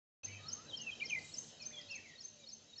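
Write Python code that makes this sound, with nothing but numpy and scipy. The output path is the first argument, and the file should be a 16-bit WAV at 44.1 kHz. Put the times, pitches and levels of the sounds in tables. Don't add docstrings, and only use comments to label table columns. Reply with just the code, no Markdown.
import sys
import numpy as np
from scipy import signal
from scipy.io import wavfile
from scipy.ndimage import uniform_filter1d

SR = 44100
rng = np.random.default_rng(int(sys.argv[2]) if len(sys.argv) > 2 else 0)


def generate_wav(sig):
    pcm = np.round(np.clip(np.atleast_2d(sig).T, -1, 1) * 32767).astype(np.int16)
    wavfile.write(sys.argv[1], SR, pcm)


def level_to_linear(level):
    exponent = np.asarray(level, float) / 20
    return 10 ** exponent


N = 123479

# frequency in Hz, density in dB per Hz.
LEAF_SPECTRUM = [(710, -29), (1200, -28.5), (3020, -2), (3560, -6.5), (3830, -1.5), (5690, -4.5),
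                 (6170, -2), (7460, -9.5), (8580, -46.5), (11200, -64), (18900, -120)]


def evened(x):
    return x / np.sqrt(np.mean(x ** 2) + 1e-20)


def add(mix, s, sound):
    part = mix[round(s * SR):][:len(sound)]
    part += sound[:len(part)]


def along(points):
    t, v = np.transpose(points)
    return np.interp(np.arange(N) / SR, t, v)


def resonate(x, hz, width):
    turn = np.exp(2j * np.pi * hz * np.arange(len(x)) / SR)
    r = np.exp(-np.pi * width / SR)
    return 2 * (turn * signal.lfilter([1 - r], [1, -r], x / turn)).real


def hiss(points, patchy_db):
    frames = N // 256 + 5
    f, db = np.transpose(points)
    hz = np.fft.rfftfreq(1024, 1 / SR)
    a, b, p = rng.standard_normal((frames, 513, 3)).T
    patches = uniform_filter1d(p, size=10, axis=0)
    patches = evened(uniform_filter1d(patches, size=10, axis=1))
    spectrum_db = np.interp(np.log(hz + 1), np.log(f + 1), db)[:, None]
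    z = (a + 1j * b) * level_to_linear(spectrum_db + patchy_db * patches)
    return evened(signal.istft(z, nperseg=1024, noverlap=768)[1][:N])


def whistle(length, from_hz, to_hz, db, peak, round_, bend, wobble_db):
    u = np.arange(0, length, 1 / SR) / length
    noise = uniform_filter1d(rng.standard_normal((2, 20000)), size=180, axis=1)
    waver, wobble = noise[:, :len(u)] * np.sqrt(180)
    hz = (from_hz + (to_hz - from_hz) * u ** bend) * (1 + 0.005 * waver)
    swell = np.sin(np.pi * u ** (np.log(.5) / np.log(peak))) ** round_
    phase = 2 * np.pi * np.cumsum(hz) / SR
    return np.sqrt(2) * level_to_linear(db + wobble_db * wobble) * swell * np.sin(phase)


def whistlers(table, peak, round_, bend, wobble_db):
    out = np.zeros(N)
    for s, *row in table:
        add(out, s, whistle(*row, peak, round_, bend, wobble_db))
    return out


def singer():
    # start in seconds from the falling note, length in seconds, from Hz, to Hz, relative level in dB.
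    notes = [
        (-.105, .045, 3950, 3800, -4),
        (-.063, .024, 3790, 3810, 4.5),
        (-.04, .03, 4150, 4380, 0.5),
        (-.014, .021, 5680, 4800, 1.5),
        (.02, .022, 4290, 4290, -4),
        (0.012, 0.026, 5830, 6200, -4.5),
        (0.031, 0.02, 6120, 6420, 6),
        (.049, 0.016, 6250, 6330, -9),
        (.004, .013, 4960, 4830, -7),
    ]
    shapes = [(.4, .7, .8), (.6, .9, 1.1), (.68, 1.1, .7), (.62, 1.5, 2.1), (.5, .9, 1), (.75, .9, 1),
              (.55, 1.4, .7), (.5, .8, .8), (.4, .8, .6)]
    voices = (0, 0, 1, 2, 1, 3, 3, 3, 2)
    # time in seconds, then levels in dB of the low, middle, falling and rising notes.
    phrases = [(.211, -50, -53.5, -59, -47), (.492, -62.5, -53.5, -44, -44), (.778, -67.5, -57, -47, -52),
               (1.061, -65, -57, -45, -51), (1.346, -62, -58.5, -47.5, -44),
               (1.627, -67.5, -54.5, -48, -48), (1.918, -65, -53, -48, -55), (2.212, -65, -55, -50, -49),
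               (2.494, -62.5, -52.5, -51, -53), (2.787, -61.5, -57, -50.5, -53)]
    out = np.zeros(N)
    for s, *level in phrases:
        for (at, length, hz0, hz1, db), (peak, round_, bend), k in zip(notes, shapes, voices):
            add(out, s + at, whistle(length, hz0, hz1, db + level[k], peak, round_, bend, wobble_db=1.6))
    return out


def chipper():
    # start in seconds, level in dB.
    chips = [(1.465, -67.5), (1.608, -64), (1.773, -65), (1.906, -64.5), (2.077, -65), (2.212, -63.5),
             (2.39, -65), (2.698, -68)]
    out = np.zeros(N)
    for s, db in chips:
        add(out, s, whistle(.035, 7080, 5700, db, .45, round_=.6, bend=1.2, wobble_db=.8))
    return out


def near_whistler():
    # start in seconds, length in seconds, from Hz, to Hz, level in dB.
    notes = [(.682, 0.033, 4020, 3600, -53), (.729, 0.029, 3140, 3155, -41),
             (.912, 0.029, 3300, 3010, -47.5), (.711, .006, 3500, 3200, -54), (.72, .006, 3250, 3050, -52),
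             (.757, .03, 3160, 3130, -54), (.788, .03, 3150, 3140, -59), (.664, .014, 4080, 3900, -62),
             (.948, .016, 4050, 3850, -61), (1.118, .008, 3100, 2850, -54), (1.243, .018, 2080, 2060, -61),
             (.998, 0.012, 3150, 2650, -46), (1.068, 0.027, 3150, 3230, -57), (1.084, .03, 2120, 2130, -60)]
    return whistlers(notes, .65, round_=.35, bend=1.3, wobble_db=.28)


def slurs():
    # time in seconds, pitch in Hz, level in dB.
    calls = [
        [(.785, 2843, -60.5), (.797, 2905, -54), (.812, 2930, -52), (.86, 2630, -58.5), (.865, 2720, -56),
         (.873, 2696, -41), (.895, 2500, -45), (.902, 2450, -39), (.905, 2470, -52)],
        [(1.006, 2246, -59), (1.016, 2340, -44), (1.03, 2430, -35), (1.033, 2283, -54), (1.039, 2130, -48),
         (1.054, 2130, -52), (1.066, 2076, -65)],
        [(1.096, 3200, -62), (1.1, 3100, -41), (1.104, 3000, -54), (1.108, 2700, -40), (1.111, 2520, -48),
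         (1.122, 2470, -41), (1.133, 2390, -33), (1.141, 2250, -48), (1.152, 2150, -48)],
        [(1.146, 2454, -60), (1.154, 2398, -37), (1.158, 2120, -52), (1.161, 2076, -39), (1.166, 2070, -43),
         (1.186, 2060, -39), (1.191, 1987, -58), (1.196, 1990, -68)],
    ]
    out = np.zeros(N)
    for call in calls:
        s, hz, db = np.transpose(call)
        t = np.arange(s[0], s[-1], 1 / SR)
        pitch = uniform_filter1d(np.interp(t, s, hz), size=90)
        level = uniform_filter1d(np.interp(t, s, level_to_linear(db)), size=90)
        tone = np.sin(2 * np.pi * np.cumsum(pitch) / SR)
        add(out, s[0], np.sqrt(2) * level * signal.windows.tukey(len(t), .08) * tone)
    return out


def far_whistlers():
    # start in seconds, length in seconds, from Hz, to Hz, level in dB.
    notes = [(.233, 0.011, 2690, 2475, -54.5), (.27, 0.045, 2410, 2420, -60),
             (.275, 0.095, 2190, 2420, -59), (.32, 0.036, 2780, 2420, -58), (.355, .03, 2640, 2450, -60),
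             (.285, .045, 2960, 2980, -66), (.28, .045, 2590, 2640, -67), (2.39, .075, 2420, 2270, -75),
             (1.775, .03, 3480, 3420, -60), (.43, .085, 1200, 1420, -63), (.55, .1, 1140, 1430, -65),
             (.39, .04, 1220, 1250, -70), (.51, .05, 1380, 1450, -72), (.65, .05, 1480, 1720, -72),
             (1.597, 0.047, 2583, 2325, -58), (1.706, 0.02, 1650, 2446, -64),
             (1.722, 0.042, 2500, 2330, -63), (1.778, 0.043, 2160, 1850, -63),
             (1.728, 0.04, 3500, 3280, -55), (1.76, 0.038, 3310, 3240, -51), (1.797, .025, 3290, 3200, -60),
             (1.898, 0.054, 2790, 2524, -48.5), (1.945, 0.03, 2420, 2230, -57),
             (1.96, .025, 2350, 1950, -62), (1.885, .014, 2560, 2600, -62), (2.093, .02, 2160, 1980, -63),
             (.375, .045, 2050, 1600, -68), (1.93, 0.032, 2725, 2600, -53.5),
             (1.97, 0.027, 2023, 1830, -62.5), (2.04, 0.031, 2476, 2040, -59.5),
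             (2.055, 0.039, 2093, 1988, -62.5), (2.092, 0.057, 1966, 1850, -62.5),
             (.265, 0.04, 1960, 2120, -65), (.305, 0.035, 4150, 4750, -66), (.252, 0.015, 5420, 4645, -57),
             (2.775, 0.021, 1890, 1743, -73)]
    return whistlers(notes, .45, round_=.5, bend=1, wobble_db=1.2)


def wall():
    # start in seconds, level in dB, ringing frequency in Hz.
    ticks = [(0.429, -64.5, 4700), (1.186, -52.5, 4400), (1.242, -63, 3900), (1.211, -59, 4570),
             (1.441, -62, 3900), (1.812, -52.5, 4900), (1.096, -59, 3650), (1.2, -61, 4600),
             (1.224, -62, 4700), (.678, -64, 3000), (1.19, -64, 7600), (1.243, -60, 7500),
             (1.252, -61, 7300)]
    tick_s = .0025
    out, t = np.zeros(N), np.arange(N) / SR
    for s, db, hz in ticks:
        u = t[:400]
        ring = evened(resonate(resonate(rng.standard_normal(400), hz, 700), hz, 700))
        add(out, s, level_to_linear(db) * u / tick_s * np.exp(1 - u / tick_s) * ring)
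    start_s, length_s, rustle_db, rustle_hz, width_hz = 1.215, 0.3, -62.5, 7300, 2000
    unevenness = evened(uniform_filter1d(rng.standard_normal(N), size=150))
    grains = rng.standard_normal(N) * level_to_linear(2.6 * unevenness)
    shape = np.sin(np.pi * np.clip((t - start_s) / length_s, 0, 1) ** .8) ** 0.4
    rustle = evened(resonate(resonate(grains, rustle_hz, width_hz), rustle_hz, width_hz))
    return out + level_to_linear(rustle_db) * shape * rustle


def dove():
    # start in seconds, length in seconds, from Hz, to Hz, level in dB.
    coos = [
        (.535, .07, 470, 600, -72),
        (.65, 0.11, 570, 460, -69),
        (1.58, 0.41, 605, 527, -68.5),
        (2.29, .19, 600, 505.7, -71.5),
    ]
    return whistlers(coos, .55, round_=.3, bend=3, wobble_db=1.5)


def trees(x, tail_db, echo_db):
    # delay in seconds, level in dB.
    echoes = [
        (.0055, -7.5),
        (.03, -12.5),
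        (0.057, -21),
        (.09, -13.5),
    ]
    t60_s, near_t60_s, near_db, sway_per_s = 0.55, .12, 2.5, 1.3
    taps = np.zeros((2, SR))
    at = np.arange(300, SR - 20, 20)
    at_random = at + rng.integers(0, 20, (2, len(at)))
    np.put_along_axis(taps, at_random, rng.choice([-1., 1.], (2, len(at))), axis=1)
    t = np.arange(SR) / SR
    taps *= level_to_linear(-60 * t / t60_s) + level_to_linear(near_db - 60 * t / near_t60_s)
    taps *= level_to_linear(tail_db) / np.linalg.norm(taps[0])
    sway = 2 * np.pi * sway_per_s * np.arange(N) / SR
    swayed = x * np.array([np.cos(sway), np.sin(sway)])
    out = x + signal.fftconvolve(swayed, taps, axes=1)[:, :N].sum(axis=0)
    for s, db in echoes:
        add(out, s, level_to_linear(db + echo_db) * x)
    return out


def thrum():
    start_s, hz, db, rise_s, fall_s = .236, 100, -52, 0.1, 0.14
    u = np.maximum(np.arange(N) / SR - start_s, 0)
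    rise = np.minimum(u / rise_s, 1) ** 0.42
    fall = np.exp(-(np.maximum(u - rise_s, 0) / fall_s) ** 1.4)
    return level_to_linear(db) * rise * fall * np.sin(2 * np.pi * hz * u)


def town():
    # frequency in Hz, density in dB per Hz.
    rumble = [(15, -58.5), (25, -30), (81, -3.5), (226, -5.5), (271, -1.5), (363, -6.5), (453, -2.5),
              (1220, -13.5), (2000, -13), (2600, -52), (4400, -120)]
    # time in seconds, level in dB.
    passing = [(.25, -62.5), (1.14, -63.5), (1.19, -58.5), (1.24, -64), (1.95, -66), (2.3, -71),
               (2.8, -71.5)]
    # frequency in Hz, width in Hz, level in dB.
    hums = [(99, 11, -77.5), (153.5, 14, -74), (226, 4.2, -74)]
    level = along(passing)
    drone = sum(level_to_linear(db) * evened(resonate(rng.standard_normal(N), hz, w)) for hz, w, db in hums)
    return level_to_linear(level - 0.68) * hiss(rumble, patchy_db=1.5) + level_to_linear(level + 67) * drone


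def leaves():
    # time in seconds, relative level in dB.
    breeze = [(.24, -1), (1.3, 1.5), (2.8, -4)]
    return level_to_linear(-63.3 + along(breeze)) * hiss(LEAF_SPECTRUM, patchy_db=2.2)


def far_chatter():
    # time in seconds, level in dB.
    flock = [(.24, -72), (1.5, -73), (2.0, -76), (2.3, -90), (2.8, -90)]
    hz, width_hz = 3020, 600
    chatter = resonate(resonate(hiss(LEAF_SPECTRUM, patchy_db=4.0), hz, width_hz), hz, width_hz)
    return level_to_linear(along(flock)) * evened(chatter)


def scene():
    mix = trees(singer() + chipper(), tail_db=-8, echo_db=-8.9)
    mix += trees(near_whistler() + slurs(), tail_db=-13.5, echo_db=-10)
    mix += trees(far_whistlers() + wall(), tail_db=-4.5, echo_db=-4.5)
    mix += dove() + thrum()
    mix += town() + leaves() + far_chatter()
    return np.array([mix, mix])


def top_cut(x):
    return signal.sosfilt(signal.butter(12, 8730, fs=SR, output="sos"), x)


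def record(dry):
    edge_hz, start_s, fade_in_s, noise_db = 8090, 0.2314, 0.004, -99
    low_pass = signal.firwin(161, edge_hz, window=("kaiser", 7), fs=SR)
    x = signal.oaconvolve(dry, low_pass[None], "same")
    on = np.clip((np.arange(N) / SR - start_s) / fade_in_s, 0, 1)
    noise = level_to_linear(noise_db) * (on > 0) * rng.standard_normal(N)
    return top_cut(x * on + noise)


dry = scene()
out = record(dry)
generate_wav(out)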